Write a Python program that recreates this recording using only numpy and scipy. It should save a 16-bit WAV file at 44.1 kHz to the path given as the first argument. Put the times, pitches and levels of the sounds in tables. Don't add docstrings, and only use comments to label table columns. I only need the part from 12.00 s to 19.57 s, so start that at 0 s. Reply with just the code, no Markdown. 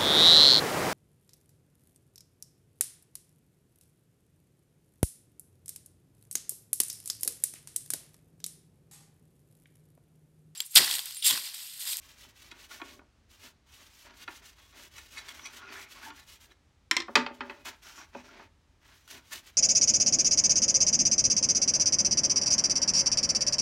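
import sys
import numpy as np
from scipy import signal
from scipy.fft import rfft, irfft
from scipy.io import wavfile
from scipy.ndimage import uniform_filter1d

SR = 44100
rng = np.random.default_rng(int(sys.argv[2]) if len(sys.argv) > 2 else 0)


def store_wav(level_fs):
    pcm = np.round(np.clip(np.atleast_2d(level_fs), -1, 1) * 32767)
    wavfile.write(sys.argv[1], SR, pcm.T.astype(np.int16))


N = 333816
RING = SR // 2

# f/Hz, relative density/dB per Hz
SHOP_COLOUR = [(20, -26.5), (45, 0), (75, 1), (115, -7), (180, -13.5), (280, -14.5), (480, -21.5),
               (1000, -24), (2500, -28), (6000, -32.5), (10000, -42), (15500, -52.5)]
BENCH_COLOUR = [(40, -25), (70, -9.5), (115, -7.5), (165, 1), (200, -16), (400, -41)]
BOARD_COLOUR = [(60, -23), (150, -15), (200, -24.5), (255, -1.5), (400, -5.5), (480, -12), (900, -2.5),
                (1900, -3.5), (2700, -9), (4500, -10.5), (7000, -18), (10400, -36.5), (12000, -32.5),
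                (16000, -44.5)]
BLADE_COLOUR = [(190, -42), (255, -13), (385, -5), (490, -24), (780, -20), (1100, -5), (1500, -13),
                (2050, 3), (2750, -10), (3400, -5), (4150, -5), (4600, -16), (5350, -1), (6400, -14),
                (7400, -8), (8600, -21), (16000, -22)]
RUMBLE_COLOUR = [(90, -27), (170, -18), (210, -7.5), (250, 2), (320, -5.5), (400, 0.5), (490, -21.5),
                 (590, -1.5), (900, -25), (2000, -65)]
SCRAPE_COLOUR = [(300, -36), (500, -25), (650, -2), (780, -4), (900, 2), (1150, 0), (1400, 2), (2200, 0.5),
                 (3400, -6), (4800, -9), (6200, -11.5), (8500, -31.5), (15000, -49)]
CLOTH_COLOUR = [(150, -28), (270, -5), (380, -16.5), (490, -9.5), (700, -14.5), (1300, -4.5), (2200, -1.5),
                (3100, 1), (4700, -3.5), (6000, -2.5), (8200, -8.5), (10300, -11.5), (11500, -10),
                (15500, -13.5)]

# f/Hz, relative level/dB, t60/s
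BOARD_MODES = [(247, -6, 0.27), (405, -9, 0.21), (565, -12, .33), (775, -13, 0.14), (838, -11, 0.16),
               (900, -7, 0.17), (945, -9, .14), (1190, -10, 0.22), (1259, -9, 0.18), (1364, -8, 0.14),
               (1431, -11, .12), (1687, -10, 0.14), (1815, -8, 0.16), (1990, -4, 0.09), (2549, 6, 0.042),
               (3130, 0, 0.05), (4366, -9, .06), (4750, -4, .035)]
BLADE_MODES = [(262, -23, .16), (335, -16, .15), (392, -14, .14), (1030, -13, .08), (1200, -10, .09),
               (1413, -15, .08), (1760, -11, .07), (1945, 3, .028), (2220, -1, .045), (3180, -9, .07),
               (3580, -9, .04), (4170, -4, .03), (5300, 2, .015), (5620, 1, .015)]
TIP_MODES = [(265, -7.5, 0.079), (316.5, -9.5, .12), (386, -13.5, 0.097), (692, -16.5, 0.081),
             (944, -10.5, 0.1), (1118, -7, 0.1), (1428, -0.5, 0.059), (1770, -8.5, .1), (2200, 2, 0.022),
             (2507, -4, 0.051), (2920, -12, 0.06), (3380, -4, 0.04), (3960, 2.5, 0.019),
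             (4540, -6.5, 0.028), (5900, -0.5, 0.017), (7030, -7, 0.027)]

# t/s, starting level/dB, t60/s
THUMPS = [(5.1526, -47.5, 0.33), (7.161, -53.5, 0.088)]
# t/s, level/dB, contact brightness f/Hz, thud/dB
KNOCKS = [(5.0822, -40, 1500, 9), (5.09, -41.5, 700, 6), (5.1544, -15.5, 12500, -9),
          (5.1586, -21.5, 6500, -3), (5.172, -32.5, 480, 1), (5.2634, -32.5, 4380, 1), (5.308, -47, 520, 6),
          (5.407, -33, 4000, 1), (5.497, -38.5, 3480, 0.5), (6.148, -38.5, 846, 4.5), (6.149, -49, 2600, 7),
          (6.397, -49, 1500, -1.5)]
# t/s, level/dB, contact brightness f/Hz
TAPS = [(4.912, -19, 11100), (4.967, -21.5, 8860), (5.0025, -32.5, 6200), (5.02, -42.5, 5970)]
# t/s, level/dB, contact brightness f/Hz, thud/dB
BUMPS = [(.249, -60, 2500, 17), (.517, -51.5, 2500, 4), (.796, -56, 2000, -8), (.801, -48, 1800, -10),
         (.816, -38.5, 3180, 4), (.992, -54, 2300, 13), (1.016, -60, 1190, 16), (2.2775, -39, 3500, -8),
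         (2.2815, -39, 2520, -7), (2.727, -62, 7000, -7), (2.983, -52.5, 6500, -5), (4.103, -45, 3400, -7),
         (5.978, -50.5, 1300, -9)]
# t/s, rise/s, fall/s, level/dB, brightness f/Hz
SCRATCHES = [(0.507, 0.011, 0.0076, -45, 4740), (0.703, 0.015, 0.015, -46.5, 3400),
             (0.906, .004, 0.0072, -50.5, 5000), (2.98, 0.003, 0.0095, -44, 9100),
             (3.158, 0.027, 0.017, -39.5, 6400), (3.282, 0.0048, 0.02, -42.5, 7450),
             (3.392, 0.0038, 0.0049, -45, 3000), (3.451, 0.0077, 0.017, -40.5, 6700),
             (4.5, 0.019, 0.0068, -56, 3960), (7.077, 0.0009, 0.0037, -50, 11800),
             (7.310, 0.013, 0.013, -42.5, 7940)]
# t/s, length/s, first pitch f/Hz, last pitch f/Hz, level/dB
SQUEAKS = [(3.448, 0.035, 2230, 2300, -45.5), (3.629, 0.25, 390.4, 378, -61.5),
           (3.71, 0.2, 2175, 2284, -53.5), (3.743, 0.061, 1452, 2170, -51), (4.019, 0.075, 1703, 1610, -52),
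           (4.051, 0.063, 907, 886, -49), (4.06, 0.1, 308, 296, -58.5), (6.286, 0.025, 1400, 1380, -55.5)]

# t/s, length/s, fastest point/share of length,
# hiss level/dB, scrape level/dB, board rumble level/dB, whistle level/dB
SWINGS = [(5.817, 0.17, 0.28, -55, -55, -71, -54), (5.953, 0.11, 0.24, -61, -50.5, -72, -51),
          (6.123, 0.11, 0.52, -69.5, -54, -62, -62), (6.23, 0.095, 0.2, -68, -57.5, -63, -62),
          (6.3, 0.18, 0.36, -82, -53, -57.5, -78)]
# t/s, length/s, fastest point/share of length,
# scrape level/dB, board rumble level/dB
SKIDS = [(0.185, 0.12, 0.85, -85, -67), (0.421, 0.18, 0.8, -63.5, -68), (0.695, 0.11, 0.2, -59, -63),
         (0.82, 0.28, 0.05, -71, -61), (1.416, 0.088, 0.6, -62, -64), (1.788, 0.054, 0.5, -60.5, -64),
         (2.043, 0.13, 0.19, -55, -61), (2.406, 0.062, 0.5, -60, -68.0), (2.571, 0.049, 0.48, -60.5, -76),
         (2.718, 0.17, 0.42, -58.5, -64), (3.128, 0.26, 0.27, -56, -70.5),
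         (3.287, 0.53, 0.19, -56.5, -67.5), (3.576, 0.17, 0.8, -53.5, -72), (3.676, 0.22, 0.34, -49.5, -73),
         (3.934, 0.23, 0.24, -50, -65), (4.146, 0.1, 0.36, -57.5, -82), (4.463, 0.089, 0.3, -77, -66.5),
         (5.278, 0.39, 0.6, -58, -60), (5.652, 0.05, 0.2, -43.5, -76), (5.67, 0.1, 0.15, -53, -66),
         (6.813, 0.18, 0.45, -62.5, -75.5), (7.089, 0.12, 0.6, -53, -62), (7.302, 0.078, 0.56, -49, -59)]
# t/s, length/s, fastest point/share of length, level/dB
STROKES = [(0.0, 0.17, 0.44, -57), (0.15, 0.13, 0.6, -57.5), (0.275, 0.05, 0.4, -61),
           (0.342, 0.19, 0.53, -57.5), (0.541, 0.14, 0.65, -54.5), (0.681, 0.15, 0.27, -52),
           (0.808, 0.2, 0.33, -56), (1.281, 0.094, 0.72, -58), (1.359, 0.17, 0.6, -53.5),
           (1.681, 0.36, 0.2, -60.5), (1.925, 0.17, 0.68, -60), (2.138, 0.11, 0.91, -52.5),
           (2.259, 0.16, 0.52, -55.5), (2.421, 0.13, 0.3, -58), (2.554, 0.19, 0, -66),
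           (2.733, 0.16, 0.73, -54), (2.897, 0.22, 0.33, -55), (3.089, 0.14, 0.43, -54.5),
           (3.213, 0.12, 0.82, -52.5), (3.333, 0.14, 0.15, -54.5), (3.491, 0.12, 0.7, -50),
           (3.692, 0.17, 0.77, -50.5), (3.879, 0.15, 0.22, -53.5), (4.003, 0.11, 0.6, -49.5),
           (4.134, 0.13, 0.18, -57.5), (4.254, 0.13, 0.5, -54.5), (4.396, 0.079, 0.32, -58),
           (5.06, 0.12, 0.6, -67), (5.31, 0.097, 0.5, -63.5), (5.43, 0.38, 0.08, -67.5),
           (5.646, 0.078, 0.26, -43.5), (6.806, 0.26, 0.55, -69), (7.066, 0.15, 0.4, -52),
           (7.217, 0.17, 0.55, -64.5), (7.306, 0.11, 0.28, -46), (7.427, 0.09, 0.75, -55.5)]
# start t/s, end t/s
HELD_S = [(0.0, 0.95), (1.66, 4.54), (5.64, 6.47), (6.81, 9.06)]

SHOP_DB = -65
TOP_HZ = 15850
STROKE_SWELL, SKID_SWELL = 1.21, 1
SMEAR_S = 0.0086
WIPE_SCRAPE_DB, WIPE_RUMBLE_DB = -17, -18.5
REST_RUSTLE_DB, REST_SCRAPE_DB = -73, -72
SQUEAK_WAVER, SQUEAK_WAVER_RATE = .06, 400
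CAUGHT_S, CAUGHT_DECAY_S = 5.235, 0.012
BLOOM_CYCLES, BLOOM_T60_S = 1.7, 0.061
MODE_DETUNE = 0.0055
TWIN_SPLIT_HZ, TWIN_DB = 32, -3.5
SNAP_RATE, SNAP_DB = 500, -8
FOLD_DB, FOLD_RATE = 1.2, 14
TAP_ECHO_S, TAP_ECHO = .0038, .7


def undb(db):
    return 10 ** (np.asarray(db) / 20)


def unit(x, count=None):
    return x / np.sqrt(np.mean(x[:count] ** 2))


def colour(x, points):
    hz, db = np.transpose(points)
    bins = np.maximum(np.fft.rfftfreq(len(x), 1 / SR), 1)
    gain = undb(np.interp(np.log(bins), np.log(hz), db))
    return irfft(rfft(x) * gain, len(x))


def cut(x, hz, kind, order=2):
    edge = np.minimum(hz, .47 * SR)
    return signal.sosfilt(signal.butter(order, edge, kind, fs=SR, output="sos"), x)


def fade(t60):
    return np.exp(-np.log(1000) * np.arange(RING) / SR / t60)


def walk(rate):
    step = max(int(SR / rate), 1)
    held = np.repeat(rng.standard_normal(N // step + 1), step)
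    return unit(uniform_filter1d(held, step))[:N]


def add(track, s, sound):
    start = int(s * SR)
    track[start:start + len(sound)] += sound[:N - start]


def during(start, end):
    t = np.arange(N) / SR
    is_open = 1. * ((t > start) & (t < end))
    return uniform_filter1d(is_open, SR // 50)


def slips(rate, spread_db):
    hit = rng.random(N) < rate / SR
    size = undb(spread_db * np.minimum(rng.exponential(size=N), 4))
    return unit(hit * rng.standard_normal(N) * size)


def shop():
    level = undb(SHOP_DB + 0.63 * walk(rate=2.9))
    return level * unit(colour(rng.standard_normal(N), SHOP_COLOUR))


def room(x, wet_db, low_t60, high_t60):
    noise = rng.standard_normal(RING)
    low = cut(noise, 2200, "low", order=1) * fade(low_t60)
    high = cut(noise, 3000, "high", order=1) * fade(high_t60)
    tail = (low + high) * (1 - fade(0.12))
    reverb = signal.fftconvolve(x, tail / np.linalg.norm(tail))[:N]
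    return x + undb(wet_db) * reverb


def thump():
    out = np.zeros(N)
    for s, db, t60 in THUMPS:
        boom = unit(colour(rng.standard_normal(RING), BENCH_COLOUR))
        add(out, s, undb(db) * boom * fade(t60))
    return out


def ring(modes, scatter_db):
    out, t = 0, np.arange(RING) / SR
    draws = rng.standard_normal((len(modes), 5))
    for (hz, db, t60), (size, sign, shift, split, phase) in zip(modes, draws):
        hz = hz * (1 + MODE_DETUNE * shift)
        main = np.sign(sign) * np.sin(2 * np.pi * hz * t)
        twin = np.sin(2 * np.pi * ((hz + TWIN_SPLIT_HZ * split) * t + phase))
        pair = main + undb(TWIN_DB) * twin
        bloom = 1 - np.exp(-t * hz / BLOOM_CYCLES)
        out = out + undb(db + scatter_db * size) * pair * fade(t60) * bloom
    return out


def blow(modes, points, crack_t60, body_t60, body_db, modes_db, body_hz=4300):
    crack, wash = (unit(colour(rng.standard_normal(RING), points)) for _ in range(2))
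    body = cut(wash, body_hz, "low", order=1) * fade(body_t60)
    crowd = crack * fade(crack_t60) + undb(body_db) * body
    crowd = crowd - cut(crowd, 500, "low", order=1) * fade(BLOOM_T60_S)
    clear = ring(modes, scatter_db=1.2)
    return unit(crowd, count=SR // 100) + undb(modes_db) * unit(clear, count=SR // 100)


def strike(rows, response):
    out, t = np.zeros(N), np.arange(RING) / SR
    for s, db, bright_hz, thud_db in rows:
        hit = response() * np.exp(-t * 5.0 * max(thud_db, 0))
        hit = hit + (undb(thud_db) - 1) * cut(hit, 750, "low", order=1)
        hit = cut(hit, 220, "high", order=3)
        hit = cut(hit, bright_hz, "low", order=3)
        add(out, s, undb(db) * unit(hit, count=SR // 100))
    return out


def knocks():
    def board():
        return blow(BOARD_MODES, BOARD_COLOUR, crack_t60=0.039, body_t60=0.15, body_db=-7.5, modes_db=-1.0)

    falling = strike([row for row in KNOCKS if row[0] < CAUGHT_S], board)
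    rocking = strike([row for row in KNOCKS if row[0] >= CAUGHT_S], board)
    since_caught = np.maximum(np.arange(N) / SR - CAUGHT_S, 0)
    return falling * np.exp(-since_caught / CAUGHT_DECAY_S) + rocking


def taps():
    out = np.zeros(N)
    for s, db, bright_hz in TAPS:
        hit = blow(BLADE_MODES, BLADE_COLOUR, crack_t60=.016, body_t60=.125,
                   body_db=-10, modes_db=-2, body_hz=1800)
        echo = np.pad(cut(hit, 4390, "low", order=1), (int(TAP_ECHO_S * SR), 0))[:RING]
        clack = cut(hit + TAP_ECHO * echo, bright_hz, "low")
        add(out, s, undb(db) * unit(clack, count=SR // 100))
    return out


def bumps():
    def tip():
        return blow(TIP_MODES, BOARD_COLOUR, crack_t60=0.026, body_t60=0.16, body_db=-6.0, modes_db=6.5)

    return strike(BUMPS, tip)


def glide(length, fastest, swell):
    top = np.clip(fastest, .1, .9)
    angle = np.interp(np.linspace(0, 1, int(length * SR)), [0, top, 1], [0, np.pi / 2, np.pi])
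    return np.abs(np.sin(angle)) ** swell


def moves(rows, swell, axis):
    gain = np.zeros(N)
    for row in rows:
        start, length, fastest = row[:3]
        add(gain, max(start, 0), undb(row[axis]) * glide(length, fastest, swell))
    return uniform_filter1d(gain, int(SMEAR_S * SR))


def sliding():
    wipe = moves(STROKES, STROKE_SWELL, axis=3)
    skid_scrape, skid_rumble = (moves(SKIDS, SKID_SWELL, axis=k) for k in (3, 4))
    hiss, swing_scrape, swing_rumble, whistle = (moves(SWINGS, SKID_SWELL, axis=k) for k in (3, 4, 5, 6))
    held = sum(during(start, end) for start, end in HELD_S)
    rustle = wipe + hiss + undb(REST_RUSTLE_DB) * held
    scrape = np.hypot(undb(WIPE_SCRAPE_DB) * wipe, skid_scrape + swing_scrape)
    scrape = scrape + undb(REST_SCRAPE_DB) * held
    rumble = np.hypot(undb(WIPE_RUMBLE_DB) * wipe, skid_rumble + swing_rumble)
    return rustle, scrape, rumble, whistle


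def sing(hz, width_hz):
    b, a = signal.iirpeak(hz, hz / width_hz, fs=SR)
    return unit(signal.lfilter(b, a, slips(rate=8000, spread_db=1.3)))


def swing(whistle):
    whisper = cut(sing(hz=5660, width_hz=660), 5700, "high", order=4)
    whisper = cut(whisper, 6900, "low", order=4)
    return (whisper + undb(-14.0) * sing(hz=1470, width_hz=110)) * whistle


def squeaks():
    out = np.zeros(N)
    for s, length, first_hz, last_hz, db in SQUEAKS:
        grip = glide(length, 0.24, 0.78)
        waver = 1 + SQUEAK_WAVER * walk(SQUEAK_WAVER_RATE)[:len(grip)]
        hz = np.linspace(first_hz, last_hz, len(grip)) * waver
        flutter = undb(1.9 * walk(rate=123)[:len(grip)])
        tone = np.sin(2 * np.pi * np.cumsum(hz) / SR)
        add(out, s, undb(db) * grip * unit(flutter * tone))
    return out


def rubbed(force, wander_db, wander_rate):
    out = 0
    for hz, db, t60 in TIP_MODES:
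        radius = np.exp(-np.log(1000) / (t60 * SR))
        angle = 2 * np.pi * hz / SR
        mode = signal.lfilter([np.sin(angle)], [1, -2 * radius * np.cos(angle), radius ** 2], force)
        out = out + mode * undb(db + wander_db * walk(wander_rate))
    return unit(out)


def scratches():
    out, t = np.zeros(N), np.arange(RING) / SR
    force = cut(slips(rate=6300, spread_db=3.5), 1900, "high", order=1)
    chatter = rubbed(force, wander_db=4.0, wander_rate=9) + undb(2.0) * unit(force)
    chatter = cut(chatter, 760, "high")
    for s, rise, fall, db, bright_hz in SCRATCHES:
        grip = np.where(t < rise, t / rise, np.exp(-np.maximum(t - rise, 0) / fall))
        bite = cut(np.roll(chatter, -int(s * SR))[:RING], bright_hz, "low")
        add(out, s, undb(db) * grip * unit(bite, count=SR // 20))
    return out


def drag(scrape, pressure):
    judder = slips(rate=6000, spread_db=1.3) * undb(1.5 * walk(rate=60))
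    hiss = unit(colour(judder, SCRAPE_COLOUR))
    tones = rubbed(slips(rate=3300, spread_db=-0.5), wander_db=8.5, wander_rate=12)
    tones = unit(cut(tones, 470, "high"))
    rumble = unit(colour(slips(rate=1500, spread_db=1.5), RUMBLE_COLOUR))
    return (undb(-2.0) * hiss + undb(-6.5) * tones) * scrape + undb(0.6) * rumble * pressure


def cloth(rustle):
    grain = slips(rate=20000, spread_db=0.5) + undb(SNAP_DB) * slips(SNAP_RATE, spread_db=0.5)
    fibres = colour(grain, CLOTH_COLOUR)
    dull = cut(fibres, 2900, "low", order=1)
    tilt = FOLD_DB * walk(FOLD_RATE)
    fibres = dull * undb(-tilt) + (fibres - dull) * undb(tilt)
    lag = SR * (.0026 + 0.000147 * walk(rate=5))
    mirror = np.interp(np.arange(N) - lag, np.arange(N), cut(fibres, 800, "high"))
    flutter = undb(0.32 + 2.0 * walk(rate=81))
    return unit(fibres + 0.47 * mirror) * rustle * flutter


def scene():
    rustle, scrape, pressure, whistle = sliding()
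    blows = thump() + knocks() + taps() + bumps()
    rubbing = swing(whistle) + squeaks() + scratches() + drag(scrape, pressure) + cloth(rustle)
    return (shop() + room(blows + rubbing, wet_db=-15.0, low_t60=0.23, high_t60=0.11))[None]


def record(dry):
    return signal.sosfilt(signal.ellip(10, .2, 70, TOP_HZ, fs=SR, output="sos"), dry)


dry = scene()
out = record(dry)
store_wav(out)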